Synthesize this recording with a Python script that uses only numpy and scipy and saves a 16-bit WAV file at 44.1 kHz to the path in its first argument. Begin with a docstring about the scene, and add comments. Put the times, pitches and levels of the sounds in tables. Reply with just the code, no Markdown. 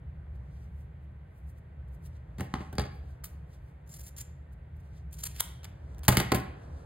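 """Room first: low building rumble and soft air from filtered noise, then soft rubbing of fingers on jersey yarn.
Quiet room, hard table top, steel scissors close under a phone with two microphone ports.
The scissors are knocked and lifted, judder through the cloth and snap shut, then drop back and rattle.
Rubbing is swelling noise; knocks, cuts and clicks are gritty contact noise, heard bare and through decaying modes.
A short diffuse echo places the close sounds in the room."""
import sys
import numpy as np
from scipy import signal
from scipy.fft import rfft, irfft
from scipy.io import wavfile
from scipy.ndimage import uniform_filter1d

SR = 44100
rng = np.random.default_rng(int(sys.argv[2]) if len(sys.argv) > 2 else 0)


def to_wav(s):
    """Save 16-bit WAV."""
    ch = np.atleast_2d(s).T  # columns
    pcm = np.round(np.clip(ch, -1, 1) * 32767)  # PCM
    wavfile.write(sys.argv[1], SR, pcm.astype(np.int16))


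N = 302168
TIME_S = np.arange(N) / SR
HZ = np.maximum(np.fft.rfftfreq(N, 1 / SR), 1)

# Levels are relative drive levels unless noted.
# spectral shape of the room noise, each band levelled later: frequency_hz, density_db [dB per Hz]
AIR_SHAPE = [(18, -44), (30, -10.5), (47, -6), (70, 7.5), (98, -9), (118, -4), (161, -6.5), (215, -25),
             (584, -30), (1190, -39), (1860, -40.5), (4420, -62), (5450, -67.5), (7870, -67.5),
             (16000, -75)]
# level of the low rumble, wavering at random, and of the soft air above 220 Hz: time_s, rumble_db, air_db
BACKGROUND_LEVEL = [(0.0, -42, -62.5), (0.4, -43, -62), (0.72, -40.5, -63), (1.2, -45.5, -64),
                    (2.0, -43.5, -62), (3.1, -43, -60.5), (3.5, -46, -62.5), (4.5, -45.5, -63),
                    (5.17, -43, -62.5), (5.6, -43, -60.5), (6.0, -42, -57.5), (6.62, -44, -53.5),
                    (6.85, -44, -55)]
# faint steady tone somewhere in the room: frequency_hz, width_hz, level_db
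WHINE = (1540, 46, -79)
# how unlike the two ports hear diffuse sound: frequency_hz, side_share [side to mid ratio]
SIDE_SHARE = [(130, 0.0034), (250, 0.3), (600, 0.91), (1700, 0.92), (2200, 0.51), (7000, 0.19), (11000, .2),
              (16000, 0.23)]
# echo of the room, band by band: centre_hz, t60_s, level_db
ROOM_ECHO = [(141, 0.47, -20), (377, 0.54, -22.5), (983, 0.52, -16.5), (2380, 0.6, -12.5),
             (5000, 0.42, -18.5), (7250, 0.37, -16), (10600, 0.26, -14)]
# soft rubbing: fingers on yarn, scissors being handled, hands moving: peak_s, swell_s, hiss_db, rub_db
RUBS = [(.36, 0.023, -77, -78), (.56, 0.28, -88, -79), (.64, 0.13, -81, -78), (.81, .12, -75.5, -86),
        (1.04, .06, -84, -100), (1.385, .1, -76.5, -94), (1.5, 0.055, -69, -87), (1.585, .04, -74.5, -78),
        (1.887, .015, -77, -81), (1.95, .05, -70.5, -88), (2.065, 0.04, -60, -65), (2.165, 0.063, -85, -72),
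        (2.63, 0.3, -81, -67), (2.955, 0.12, -76, -80), (3.11, 0.19, -81, -75), (3.545, 0.081, -73.5, -69),
        (3.69, 0.17, -81, -83), (4.535, 0.022, -70, -81), (4.77, .02, -76, -88), (4.807, .02, -74, -81),
        (4.86, 0.11, -83, -81), (4.979, 0.099, -80, -68.5), (5.93, .3, -98.5, -74.5),
        (6.641, 0.17, -98, -74), (6.8, 0.29, -93, -70)]
# edges shearing the cloth, one table per squeeze: time_s, edge_level_db
CUTS = [
    [(3.862, -71), (3.904, -54.5), (3.944, -52.5), (3.958, -51), (3.97, -47.5), (3.98, -57), (4.008, -46),
     (4.016, -57), (4.026, -52), (4.056, -55), (4.064, -51.5), (4.09, -53), (4.1, -61)],
    [(4.165, -55), (4.173, -50), (4.185, -50), (4.215, -38.5), (4.228, -59)],
    [(5.104, -82), (5.134, -48), (5.182, -60), (5.188, -50), (5.202, -46), (5.222, -58), (5.238, -40.5),
     (5.246, -47.5), (5.272, -35.5), (5.28, -69)],
    [(5.3, -61), (5.388, -52), (5.402, -38.5)],
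]
# crunch of the cloth relative to the edge noise, one per squeeze: crunch_db
CUT_CRUNCH = [-14, -12.5, -10.5, -4]
# short sounds of the scissors: clicks, brief slips and the sharp start of a cut:
# start_s, treble_db, crunch_db, ring_out_s
SHORT_SOUNDS = [(3.2373, -43, -41.5, 0.0087), (3.241, -29, -43.5, 0.017), (3.251, -38, -55, 0.038),
                (5.127, -44.5, -59, 0.035), (5.4035, -12, -34, 0.011), (5.406, -10.5, -21.5, 0.0036),
                (5.631, -56, -48, 0.022), (5.643, -33.5, -39.5, 0.012), (5.652, -53, -39, 0.0071),
                (5.947, -55.5, -52.5, 0.0033), (5.982, -48, -52, 0.007), (5.9915, -43, -49.5, 0.0043),
                (6.033, -38.5, -42, 0.011), (6.0413, -34.5, -45.5, 0.0048), (6.047, -43.5, -44.5, 0.042)]
# scissors meeting the table: start_s, steel_crack_db, handle_clack_db, table_ring_db, table_thump_db,
# chatter_s [nominal length, scaled for each layer]
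KNOCKS = [(2.383, -50, -45, -40, -41, 0.016), (2.396, -46, -50, -32.5, -38, 0.012),
          (2.407, -32, -34, -28, -37, 0.0078), (2.539, -53, -33, -20, -44, 0.0069),
          (2.603, -70.5, -56, -39, -44, 0.037), (2.727, -45.5, -53, -38.5, -44, 0.017),
          (2.753, -46, -48, -46.5, -48, 0.0067), (2.7828, -38, -22.5, -17, -31, 0.0072),
          (2.796, -37, -37, -25, -35.5, 0.0064), (6.081, -4.5, -12.5, -10, -21, 0.014),
          (6.123, -26, -26.5, -20.5, -35, 0.013), (6.1701, -10, -11.5, -16.5, -24.5, 0.0064),
          (6.198, -28, -28, -21.5, -32, 0.024), (6.3185, -22, -22, -10.5, -29.5, 0.013),
          (6.345, -24.5, -34, -22.5, -30, 0.032)]
# heavy low modes of the table top: frequency_hz, level_db, t60_s
TABLE_LOW_MODES = [(75, -14, .12), (123, 0, .135), (160, -7, .08), (192, -4, .11), (250, -12, .06)]
# ringing modes of the table top: frequency_hz, level_db, t60_s
TABLE_RING_MODES = [(295, 0, .07), (355, 1, .08), (410, 2, .08), (510, -1, .05), (595, -1, .07),
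                    (680, -5, .05), (766, -5.5, .15), (838, -5, .06), (1065, -7, .04)]
# modes of the scissor handles: frequency_hz, level_db, t60_s
HANDLE_MODES = [(1350, -3, .02), (1600, -1, .02), (1920, 1, .02), (2190, 1, .03), (3070, -5, .025),
                (3400, -5, .07), (3900, -6, .02), (4560, -3, .03), (4755, -6, .07)]
# modes of the blades: frequency_hz, level_db, t60_s
BLADE_MODES = [(7450, 3.5, .007), (8960, -5, .01), (10300, -4, .006), (11550, -4, .008), (12460, -6, .005),
               (13400, -7, .005), (15300, -6, .005)]
# phase between the microphone ports: frequency_hz, left_lead_rad
PORT_PHASE = [(0, 0), (130, .04), (300, .4), (800, 1.1), (1120, .6), (1500, -.5), (1900, -.3), (2700, -1.6),
              (3700, -.6), (4500, -1), (5400, -3.14), (6200, -4.2), (8500, -5), (10000, -5.6),
              (12500, -6.3), (15500, -7)]
# level between the microphone ports: frequency_hz, left_minus_right_db
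PORT_TILT = [(200, 0), (400, -1.5), (700, -3), (1300, .5), (4000, .2)]

HISS_DB = -73.5  # steady air above 1800 Hz
SWELL_DB, LET_GO = 20.5, 0.5  # rise over the swell; the fall takes this share of it
JUDDER_S, JUDDER_DB = 0.006, 5  # the edges stick and slip: step, spread
SLIP_RING_DB = -4  # share of the blade modes while cutting
# after each knock the loose steel touches down ten more times, on average ever weaker
RATTLE_TOUCHES, RATTLE_GAP_S, RATTLE_S = 10, 0.0065, 0.008  # count, median gap, length of each
RATTLE_FIRST_DB, RATTLE_STEP_DB, RATTLE_SCATTER_DB = -14, -1.89, 2
THUMP_DELAY_S, THUMP_PUSH_S = 0.0036, 0.002
LOW_CUT_HZ, TOP_HZ = 45, 15750  # limits of the phone


def undb(db):
    """Decibels to amplitude."""
    return 10 ** (np.asarray(db) / 20)


def unit(x):
    """Scale to an RMS of one."""
    return x / np.sqrt(np.mean(x ** 2))


def along(table):
    """A (Hz, value) table read at every frequency, on a log scale."""
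    hz, value = np.transpose(table)
    return np.interp(np.log(HZ), np.log(np.maximum(hz, 1)), value)


def band(x, lo_hz, hi_hz):
    """Keep the sound between two frequencies."""
    return signal.sosfilt(signal.butter(2, [lo_hz, hi_hz], "band", fs=SR, output="sos"), x)


def ring(x, modes, wander_db):
    """Decaying modes, scaled to keep white-noise power; each is fed more or less as the contact point moves."""
    out, power = 0, 0
    knots = np.arange(0, N, SR // 25)
    for hz, db, t60 in modes:
        r = np.exp(-np.log(1000) / (t60 * SR))
        w = 2 * np.pi * hz / SR
        wander = np.interp(np.arange(N), knots, rng.standard_normal(len(knots)))
        fed = x * undb(wander_db * wander)
        out = out + undb(db) * signal.lfilter([0, np.sin(w)], [1, -2 * r * np.cos(w), r * r], fed)
        power += undb(2 * db) / (2 - 2 * r * r)
    return out / np.sqrt(power)


def strokes(times, dbs, lengths, shape):
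    """Envelope track: shape(0..1) laid out at each time."""
    out = np.zeros(N)
    for s, db, length in zip(times, dbs, lengths):
        n = max(int(length * SR), 8)
        i = int(s * SR)
        out[i:i + n] += undb(db) * shape(np.arange(n) / n)[:N - i]
    return out


def dying(u):
    """Contact that starts fast and dies away."""
    return np.exp(-3.5 * u) * (1 - np.exp(-16 * u))


def push(u):
    """Smooth single push."""
    return np.sin(np.pi * u) ** 2


def grit(scatter_db):
    """Noise whose samples differ in size, as from many tiny contacts."""
    size = uniform_filter1d(rng.standard_normal(N), size=12) * np.sqrt(12)
    return unit(rng.standard_normal(N) * undb(scatter_db * size))


def diffuse(draw):
    """Two ports hear a diffuse field alike except where the side share is high."""
    share = np.clip(along(SIDE_SHARE), 0, 1)
    mid = rfft(draw(), N)
    side = rfft(draw(), N) * share
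    return np.array([irfft(mid + side, N), irfft(mid - side, N)]) / np.sqrt(2)


def air():
    """Wavering low rumble and soft room air under a steady hiss, with a thin tone made of narrow noise."""
    hz, width, db = WHINE
    lo, hi = hz - width / 2, hz + width / 2
    tone = undb(db) * np.array([unit(band(rng.standard_normal(N), lo, hi)) for _ in range(2)])
    bed = rfft(diffuse(lambda: rng.standard_normal(N))) * undb(along(AIR_SHAPE))
    edges = [(0, 220), (220, 1800), (1800, SR)]
    low, middle, high = (unit(irfft(bed * (HZ >= a) * (HZ < b), N)) for a, b in edges)
    s, *dbs = np.transpose(BACKGROUND_LEVEL)
    rumble_db, air_db = (np.interp(TIME_S, s, db) for db in dbs)
    return undb(rumble_db) * low + undb(air_db) * middle + undb(HISS_DB) * high + tone


def echo():
    """One draw of the room response: noise dying away band by band after a short gap."""
    t = np.arange(SR) / SR
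    rise = 1 - np.exp(-np.maximum(t - 0.004, 0) / 0.0037)
    response = 0
    for hz, t60, db in ROOM_ECHO:
        noise = unit(band(rng.standard_normal(SR), hz / 1.596, hz * 1.5))
        decay = np.exp(-np.log(1000) * t / t60)
        response = response + undb(db) * 3 / np.sqrt(t60 * SR) * rise * decay * noise
    return response


def rubbing():
    """Soft treble hiss with a duller rub under it, each rub swelling to its peak and falling faster."""
    gain = np.zeros((2, N))
    for s, swell, *dbs in RUBS:
        near = slice(max(int((s - 2 * swell) * SR), 0), int((s + 2 * swell) * SR))
        u = (TIME_S[near] - s) / swell
        gain[:, near] += np.outer(undb(dbs), undb(SWELL_DB * np.minimum(u, -u / LET_GO)))
    hiss_gain, rub_gain = uniform_filter1d(gain, size=300)  # rounds the peaks
    hiss = unit(band(grit(2.5), 5000, 15000))
    rub = unit(band(grit(2.5), 2000, 7600))
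    return hiss_gain * hiss + rub_gain * rub


def steel(treble, crunch, ring_db, hollow_db, low_hz):
    """Contact noise heard bare and through the modes of blades and handles."""
    blades = ring(treble, BLADE_MODES, 2.5)
    handles = ring(crunch, HANDLE_MODES, 3)
    bright = 0.85 * band(treble, 5160, 0.45 * SR) + undb(ring_db) * blades
    dull = 1.73 * band(crunch, low_hz, 5700) + undb(hollow_db) * handles
    return bright + dull


def cutting():
    """Edges stick and slip through the cloth, which crunches under them."""
    knots = np.arange(0, TIME_S[-1], JUDDER_S)
    judder = undb(JUDDER_DB * np.interp(TIME_S, knots, rng.standard_normal(len(knots))))
    edge, cloth = 0, 0
    for cut, crunch_db in zip(CUTS, CUT_CRUNCH):
        s, db = np.transpose(cut)
        gain = undb(np.interp(TIME_S, s, db, -150, -150)) * judder  # silent outside the squeeze
        edge = edge + gain
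        cloth = cloth + undb(crunch_db) * gain
    return steel(grit(2.9) * edge, grit(2.5) * cloth, SLIP_RING_DB, -30, 1500)


def short_sounds():
    """Clicks, brief slips and the sharp start of a cut, each a dying burst of contact noise."""
    s, treble_db, crunch_db, length = np.transpose(SHORT_SOUNDS)
    treble = grit(3) * strokes(s, treble_db, length, dying)
    crunch = grit(1.1) * strokes(s, crunch_db, length, dying)
    return steel(treble, crunch, -30, -17, 450)


def knocks():
    """Each contact chatters for a few ms and rattles on; the blow pushes the table top into its modes."""
    s, crack_db, clack_db, ring_db, thump_db, chatter = np.transpose(KNOCKS)
    gaps, sizes = rng.standard_normal((2, len(s), RATTLE_TOUCHES))
    again = (s[:, None] + np.cumsum(RATTLE_GAP_S * np.exp(0.4 * gaps), axis=1)).ravel()
    weaker_db = RATTLE_FIRST_DB + RATTLE_STEP_DB * np.arange(RATTLE_TOUCHES) + RATTLE_SCATTER_DB * sizes

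    def contacts(db, stretch):
        """Envelope of the first contact and its rattle."""
        first = strokes(s, db, stretch * chatter, dying)
        rattle_db = (db[:, None] + weaker_db).ravel()
        return first + strokes(again, rattle_db, np.full(len(again), RATTLE_S), dying)

    crack = grit(5.2) * contacts(crack_db, 0.94)
    clack = grit(1.4) * contacts(clack_db, 0.92)
    metal = steel(crack, clack, -26, -4, 730)
    blow = grit(3) * contacts(ring_db, 1.2)
    top = ring(blow, TABLE_RING_MODES, 0.34) + undb(7) * band(blow, 220, 1600)
    # the heavy top answers a few ms after the contact
    shove = strokes(s + THUMP_DELAY_S, thump_db, np.full(len(s), THUMP_PUSH_S), push)
    return metal + top + ring(shove, TABLE_LOW_MODES, 0.7)


def scene():
    """Close sounds reach both ports, with their echo, over the room's background."""
    near = rubbing() + cutting() + short_sounds() + knocks()
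    echoed = signal.fftconvolve(near[None], diffuse(echo)[:, :SR], axes=1)[:, :N]
    return air() + near + echoed


def record(dry):
    """The two ports differ in phase and a little in level; the phone cuts the deepest bass and the top."""
    lead = np.interp(HZ, *np.transpose(PORT_PHASE))
    # half the difference goes to each port
    turn = np.exp(0.5j * lead) * undb(along(PORT_TILT) / 2)
    pair = irfft(rfft(dry) * np.array([turn, 1 / turn]), N)
    pair = signal.sosfilt(signal.butter(4, LOW_CUT_HZ, "high", fs=SR, output="sos"), pair)
    return signal.sosfilt(signal.ellip(8, 0.2, 70, TOP_HZ, fs=SR, output="sos"), pair)


dry = scene()
out = record(dry)
to_wav(out)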